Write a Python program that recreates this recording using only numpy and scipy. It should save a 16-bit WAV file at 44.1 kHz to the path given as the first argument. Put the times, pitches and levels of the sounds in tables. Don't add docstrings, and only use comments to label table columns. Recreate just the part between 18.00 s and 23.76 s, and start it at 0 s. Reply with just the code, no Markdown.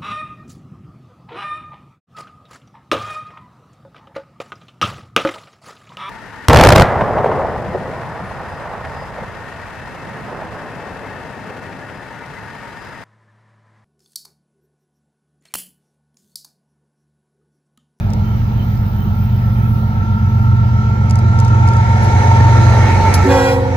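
import sys
import numpy as np
from scipy import signal
from scipy.fft import rfft, irfft
from scipy.io import wavfile
from scipy.ndimage import uniform_filter1d

SR = 44100
rng = np.random.default_rng(int(sys.argv[2]) if len(sys.argv) > 2 else 0)


def pcm_store(signal):
    levels = np.round(np.clip(np.atleast_2d(signal), -1, 1) * 32767)
    wavfile.write(sys.argv[1], SR, levels.astype(np.int16).T)


def ratio_of_db(decibels):
    return 10 ** (np.asarray(decibels, float) / 20)


N = 254016
T = np.arange(N) / SR
SLOW = np.arange(0, N, 64) / SR

# (middle s, span s, size)
NEARING = (2.51, 2, 1.)
BEARING = (5.174, 0.79, -0.6)
BEARING_HZ = 3000


def evened(x):
    return x / np.sqrt(np.mean(abs(x) ** 2) + 1e-20)


def read(points, hz):
    f, value = np.transpose(points)
    return np.interp(np.log(hz + 1), np.log(f + 1), value)


def curves(rows, t):
    s, *columns = np.transpose(rows)
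    return [np.interp(t, s, column) for column in columns]


def sweep(middle, span, size, t):
    u = (t - middle) / span
    return size * (1 + u / np.sqrt(1 + u ** 2)) / 2


def tent(peak, db, rise, fall, t):
    return db - np.maximum(rise * (peak - t), fall * (t - peak))


def burst(s, rise, fall):
    u = np.maximum(T - s, 0)
    peak = (1 + rise / fall) * (1 + fall / rise) ** (rise / fall)
    return (1 - np.exp(-u / rise)) * np.exp(-u / fall) * peak


def drift(hz, at):
    t = np.arange(0, N / SR + .01, 1 / 200)
    z = rng.standard_normal((len(t), 2)) @ [1, 1j]
    smooth = np.exp(-(np.fft.fftfreq(len(t), t[1]) / hz) ** 2)
    z = evened(np.fft.ifft(np.fft.fft(z) * smooth))
    return np.interp(at, t, z)


def tone(hz, db, lead_ms, fuzz=0., fuzz_hz=5., scatter=0.):
    lead = np.pi * hz * lead_ms / 1000
    size = ratio_of_db(db) * (1 + fuzz * drift(fuzz_hz, SLOW)) / np.sqrt(1 + fuzz ** 2)
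    turns = np.cumsum(np.interp(T, SLOW, hz + 0 * SLOW)) / SR
    wave = np.exp(2j * np.pi * (turns + rng.random()))
    ports = []
    for side in (1, -1):
        path = np.exp(side * 1j * lead) + scatter * drift(fuzz_hz, SLOW)
        ports.append(np.interp(T, SLOW, size * path))
    return (wave * np.array(ports)).real * np.sqrt(2 / (1 + scatter ** 2))


def coloured(points):
    colour = ratio_of_db(read(points, np.fft.rfftfreq(N, 1 / SR)))
    return evened(irfft(rfft(rng.standard_normal((2, N))) * colour, N))


def engine():
    # far level/dB, near level/dB
    orders_db = [(-43.5, -53), (-26, -29.5), (-50, -45.5), (-56.5, -48), (-31.5, -21), (-27.5, -35),
                 (-39.5, -23), (-25.5, -10), (-23.5, -25), (-30.5, -35), (-22, -9), (-48.5, -28),
                 (-47, -43.5), (-40, -28.5), (-38.5, -33.5), (-34, -30.5), (-32, -41), (-33.5, -29.5),
                 (-50, -48.5), (-42.5, -45.5), (-47.5, -47.5), (-29.5, -33), (-30, -30.5), (-33, -26.5),
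                 (-45.5, -41.5), (-38, -41)]
    beats = {9: (1.1, 0.63, 0.15, .3), 11: (2, 1., 2.3, 1), 12: (0.9, 0.63, 0.55, .1),
             13: (1, .4, 0.19, .2), 15: (1.002, 1.02, 0.42, 0.12), 16: (3.4, 1.55, 0.53, .1)}
    first_order, stack = 5, 15
    cycle_hz = 7.792 * (1 + sweep(5.2, .5, -.018, SLOW))
    near = sweep(*NEARING, SLOW)
    engine_gone, stack_gone = sweep(5.32, .08, -10, SLOW), sweep(4.95, 0.087, -14, SLOW)
    out = np.zeros((2, N))
    for k, (far_db, near_db) in enumerate(orders_db, first_order):
        rate, dip, far, close = beats.get(k, (0, 0, 0, 0))
        depth = far + near * (close - far)
        beat = abs(1 - depth * np.exp(2j * np.pi * rate * (SLOW - dip)))
        db = far_db + near * (near_db - far_db) + (stack_gone if k == stack else engine_gone)
        db = db + 20 * np.log10(beat + .01)
        out += tone(k * cycle_hz, db, 0, fuzz=.0005 * k ** 2, fuzz_hz=.15 * k, scatter=.08)
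    return out


def gears():
    # t/s, low tone level/dB, upper pair level/dB
    load = [(0, -48.5, -41), (1, -45, -41), (2.2, -37, -33), (3.1, -36, -34), (3.65, -23, -26.5),
            (3.9, -23.5, -33), (4.25, -18, -35), (4.55, -20.5, -25.5), (4.72, -22.5, -29),
            (4.92, -16.5, -30.5), (5.1, -22.5, -34), (5.3, -22, -30.5), (5.5, -30.5, -38), (5.76, -32, -57)]
    # f/Hz, share of the pitch drop
    gear_hz = [(913.5, 1), (1328, .2), (1369, 1)]
    # far level/dB, near level/dB
    pair_trim = [
        (0.5, -3),
        (-6.5, 2.5),
    ]
    # frequency factor, level/dB
    side_tones = [
        (.957, -5.5),
        (1.045, -10.5),
        (.81, -13),
    ]
    waver_db, waver_hz = 3, 7.4
    drop, lead_ms = sweep(5.2, .5, -.036, SLOW), sweep(*BEARING, SLOW)
    low_db, pair_db = curves(load, SLOW)
    near = sweep(*NEARING, SLOW)
    levels = [low_db]
    for far_db, near_db in pair_trim:
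        waver = waver_db * drift(waver_hz, SLOW).real
        levels.append(pair_db + far_db + near * (near_db - far_db) + waver)
    pitches = [hz * (1 + share * drop) for hz, share in gear_hz]
    fuzz = .25 + sweep(4.65, .12, .9, SLOW)
    out = np.zeros((2, N))
    for hz, db in zip(pitches, levels):
        out += tone(hz, db, lead_ms, fuzz=fuzz, fuzz_hz=20, scatter=.25)
    for factor, rel_db in side_tones:
        out += tone(pitches[0] * factor, low_db + rel_db, lead_ms, fuzz=4.9, fuzz_hz=36, scatter=1.0)
    return out


def roar():
    # f/Hz, level/dB per Hz
    far_spectrum = [(15, -44.5), (33, -27.5), (110, -2.5), (160, -18.5), (221, -20.5), (307, -22.5),
                    (603, -29), (901, -25), (1070, -35.5), (1350, -29.5), (1490, -35.5), (1860, -38),
                    (6060, -52.5), (7780, -72), (10000, -99.5), (13000, -119), (22000, -120)]
    # f/Hz, level/dB per Hz
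    near_spectrum = [(120, -39.0), (200, -10.5), (513, -7.5), (902, -13.0), (1050, -22), (1360, -14.0),
                     (1540, -16.0), (2240, -17.5), (2880, -27.5), (6110, -31.5), (8500, -40.5),
                     (11000, -78), (18700, -120)][:-2] + [(10500, -43), (13000, -50), (15900, -54.0)]
    # f/Hz, width/Hz, level/dB
    wheels = [(887, 58, 11), (1447, 26, 1.5), (1814, 65, 8.5), (2192, 26, 10.5), (4000, 230, 6.5),
              (6270, 1200, 6)]
    # f/Hz, level/dB per Hz
    rail_hiss = [(6000, -61.5), (9800, -18), (11000, -13), (12000, -10), (13000, -4), (14000, -5.5),
                 (15000, -6.5), (15900, -10)]
    # f/Hz, likeness from 0 to 1
    likeness = [(60, 0.88), (200, 0.68), (450, 0.32), (1300, 0.5), (2500, 0.17), (5000, 0.14), (8000, 0.24),
                (10500, 0.17), (15000, 0.7)]
    # t/s, level/dB
    approach = [(0, -46), (.3, -44.5), (1.2, -48.5), (2, -45), (2.8, -38.5), (3.5, -30), (3.85, -26.5),
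                (4.1, -22), (4.6, -20), (5, -19), (5.25, -19.5), (5.45, -34.5), (5.76, -28.5)]
    frames = N // 256 + 5
    hz = np.fft.rfftfreq(1024, 1 / SR)[:, None]
    t = np.arange(frames) * 256 / SR
    a, b, c, d, patches = rng.standard_normal((frames, 513, 5)).T
    patches = uniform_filter1d(patches, size=10, axis=0)
    patches = evened(uniform_filter1d(patches, size=16, axis=1))

    near_db = curves(approach, t)[0]
    far_db = -22 + 0.13 * (near_db + 18)
    rings_db = sum(db / (1 + (2 * (hz - f) / width) ** 2) for f, width, db in wheels)
    far = ratio_of_db(far_db) * evened(ratio_of_db(read(far_spectrum, hz) + 0.19 * rings_db))
    tilt_db = -0.42 * np.log2(hz / 1000 + 0.28)
    near = ratio_of_db(near_db + tilt_db) * evened(ratio_of_db(read(near_spectrum, hz) + rings_db))
    swell_db = np.maximum(tent(1.72, 7, 14, 25, t), 0)
    hiss_db = -71 + swell_db + 17.5 - 4 * np.clip(t - 2., 0, 2)
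    hiss = ratio_of_db(hiss_db) * evened(ratio_of_db(read(rail_hiss, hz)))
    size = np.sqrt(far ** 2 + near ** 2 + hiss ** 2) * ratio_of_db(1.63 * patches)

    same = np.clip(read(likeness, hz), 0, 1)
    left, other = a + 1j * b, c + 1j * d
    late = np.exp(-2j * np.pi * hz * sweep(*BEARING, t) / 1000 * (hz < BEARING_HZ))
    right = late * (same * left + np.sqrt(1 - same ** 2) * other)
    unit = np.std(signal.istft(left, nperseg=1024, noverlap=768)[1])
    out = signal.istft(np.array([left, right]) * size, nperseg=1024, noverlap=768)[1]
    return out[:, :N] / unit


def rails():
    # peak t/s, level/dB, rise/dB per s, fall/dB per s
    singing = [(1.15, -47, 12, 38), (1.2, -63, 3, 25), (.6, -58, 4, 14), (2.35, -60, 40, 8),
               (2.5, -68, 3, 28)]
    singing_hz = [15272, 15337, 13937, 14147, 11682]
    out = np.zeros((2, N))
    for hz, row in zip(singing_hz, singing):
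        out += tone(hz, tent(*row, SLOW), 0, fuzz=.5, fuzz_hz=8)
    return out


def ticks():
    # t/s, level/dB
    shots = [
        (3.0962, 0.),
        (3.3882, 0.5),
        (3.675, -1.5),
    ]
    # time after/s, level/dB, length/ms
    blades = [(0, -29, 6.8), (0.0125, -21, 3.1), (.0594, -27.5, 5), (.0921, -29.5, 4.9)]
    # t/s, level/dB, left over right/dB, length/ms
    handling = [(0.1033, -37, -8.5, 3), (0.1341, -26, 1, 3.2), (0.7743, -44, 3, 2)]
    # f/Hz, level/dB per Hz
    shutter = [(1470, -32), (2500, -9.5), (4160, -20), (4840, -1.5), (6880, -7.5), (7580, -18), (8740, -9),
               (11800, -25), (13100, -20), (15000, -33)]
    # level/dB, rise/ms, fall/ms
    spits = [
        (-16, 1.1, 6.5),
        (-33.5, 4.4, 15),
        (-42, 24, 25),
    ]
    spit_s = [5.1395, 5.145, 4.02]
    # f/Hz, level/dB per Hz
    spit = [(1760, -38), (3000, -9), (3750, -11), (4350, -2.5), (5630, 2.5), (9270, -15), (9870, 4),
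            (11400, -10), (13000, -13), (14800, -15), (16000, -29)]
    rows = list(handling)
    for s, db in shots:
        rows += [(s + after, db + part_db, 0, ms) for after, part_db, ms in blades]
    shape = np.zeros((2, N))
    for s, db, pan_db, ms in rows:
        pan = np.array([[pan_db], [-pan_db]]) / 2
        shape += ratio_of_db(db + pan) * burst(s, .0004, ms / 1400)
    puffs = np.zeros(N)
    for s, (db, rise, fall) in zip(spit_s, spits):
        puffs += ratio_of_db(db) * burst(s, rise / 1000, fall / 1000)
    rattle, air = coloured(shutter), coloured(spit)
    return .6 * shape * (.9 * rattle[0] + .4 * rattle) + puffs * (.9 * air[0] + .45 * air)


def bird():
    # t/s, level/dB, f/Hz
    chirps = [(0.245, -26.5, 3070), (0.5477, -48, 2680), (0.587, -26, 3080), (0.9817, -27.5, 3070),
              (1.286, -32, 3060), (1.5454, -30, 3110), (1.6147, -29, 2550)]
    out = np.zeros((2, N))
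    for s, db, hz in chirps:
        out += burst(s, .02, .045) * tone(hz, db - 18, 0, fuzz=5, fuzz_hz=150, scatter=.7)
    return out


def horn():
    # start t/s, first partial level/dB, second partial level/dB, overshoot/dB
    chimes = [(5.248, -19, -21.5, 7), (5.238, -27, -25, 19.5), (5.262, -17, -24.5, 1.5),
              (5.27, -43.5, -19.5, 2)]
    chime_hz = [267.3, 370, 484, 258]
    partials_db = [
        [3.5, -1.5, -9, -30, -8.5, -22, -18, -13.5, -17.5, -27, -23.5, -27, -31, -24, -32, -29, -30, -25],
        [0, -6.5, -14, -19, -23, -22, -23, -16.5, -29, -19, -22],
        [-1, -4, -5, -12, -19, -19, -21, -26, -24, -19],
        [-0.5, -12, -15, -31, -20, -28, -30, -32],
    ]
    bell = [-19, -19, -19, -19]
    attack_s, upper_attack_s, overshoot_s = .02, 0.056, .06
    sag, release, dulling = 11, 30, 75
    shut_s = 5.52
    air_db = np.minimum(tent(5.42, -26, 120, 130, T), -38)
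    air = coloured([(2000, -23), (5000, -5), (8000, 0.5), (11500, -2), (16000, -15)])
    out = ratio_of_db(air_db) * air[[0, 0]]
    start = round(5.2 * SR)
    t = T[start:]
    shut = np.maximum(t - shut_s, 0)
    for base_hz, (s, first_db, second_db, over_db), partials, fall_db in zip(
            chime_hz, chimes, partials_db, bell):
        u = np.maximum(t - s, 0)
        level_db = -sag * u - release * shut
        first = ratio_of_db(first_db + level_db + over_db * np.exp(-u / overshoot_s))
        first = first * np.minimum(u / attack_s, 1)
        opening = np.minimum(u / upper_attack_s, 1)
        hz = base_hz * (1.029 + sweep(5.38, .17, -.04, t))
        turns = np.cumsum(hz * (1 + .003 * drift(40, t).real)) / SR
        lead = sweep(*BEARING, t) * hz / 2000
        sides = np.array([lead, -lead])
        for k in range(1, int(8000 / base_hz)):
            top = min(k, len(partials) + 1)
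            db = second_db + level_db + partials[top - 2] + fall_db * np.log2(k / top)
            db = db - dulling * shut * np.log2(k / 2)
            size = first if k == 1 else ratio_of_db(db) * opening ** np.log2(2 * k)
            echo = 1 + min(.08 + .07 * k, 1) * drift(25, t)
            echo = echo + min(.1 + .08 * k, .6) * np.array([drift(12, t), drift(12, t)])
            wave = np.exp(2j * np.pi * k * (turns + sides * (k * base_hz < BEARING_HZ)))
            out[:, start:] += np.sqrt(2) * size * (echo * wave).real
    return out


def scene():
    return engine() + gears() + roar() + rails() + ticks() + bird() + horn()


def muted(x):
    # f/Hz, level/dB
    mute_db = [
        [(6000, -97), (8500, -93), (9300, -84), (9800, -90), (12300, -86), (12500, -72), (13700, -72),
         (13900, -84), (15500, -83)],
        [(6000, -97), (9000, -92), (10300, -88), (10600, -82), (12000, -82), (12400, -86), (14500, -85),
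         (15000, -76)],
    ]
    edge_hz = [15850, 15330]
    edges = np.arange(6200, 16000, 172)
    hz, t, z = signal.stft([x[0] + x[1], x[0] - x[1]], SR, window="cosine", nperseg=2048)
    masking_db = 5 * sweep(*NEARING, t)
    for lo, hi in zip(edges, edges[1:]):
        band = (hz >= lo) & (hz < hi)
        floor_db = np.array([[read(points, lo)] for points in mute_db])
        limit = ratio_of_db(2 * (floor_db + masking_db))
        power = (abs(z[:, band]) ** 2).sum(1) / 4
        z[:, band] *= (power > limit)[:, None]
    z *= (hz < np.array(edge_hz)[:, None])[..., None]
    mid, side = signal.istft(z, SR, window="cosine", nperseg=2048)[1][:, :N] / 2
    return np.array([mid + side, mid - side])


def top_cut(x):
    return signal.sosfilt(signal.butter(12, 16470, fs=SR, output="sos"), x)


def record(dry):
    # f/Hz, level/dB
    left_db = [(60, -1), (150, -1.5), (380, -1), (950, -1.5), (2380, -2.5), (5980, -0.5), (15000, -0.3)]
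    port_ms = .265
    hz = np.fft.rfftfreq(N, 1 / SR)
    tilt = ratio_of_db(read(left_db, hz) / 2) * np.exp(1j * np.pi * hz * port_ms / 1000)
    x = irfft(rfft(dry) * np.array([tilt, 1 / tilt]), N)
    x = x / (1 + abs(x / .97) ** 4) ** .25
    mix = muted(x)
    return top_cut(mix)


dry = scene()
out = record(dry)
pcm_store(out)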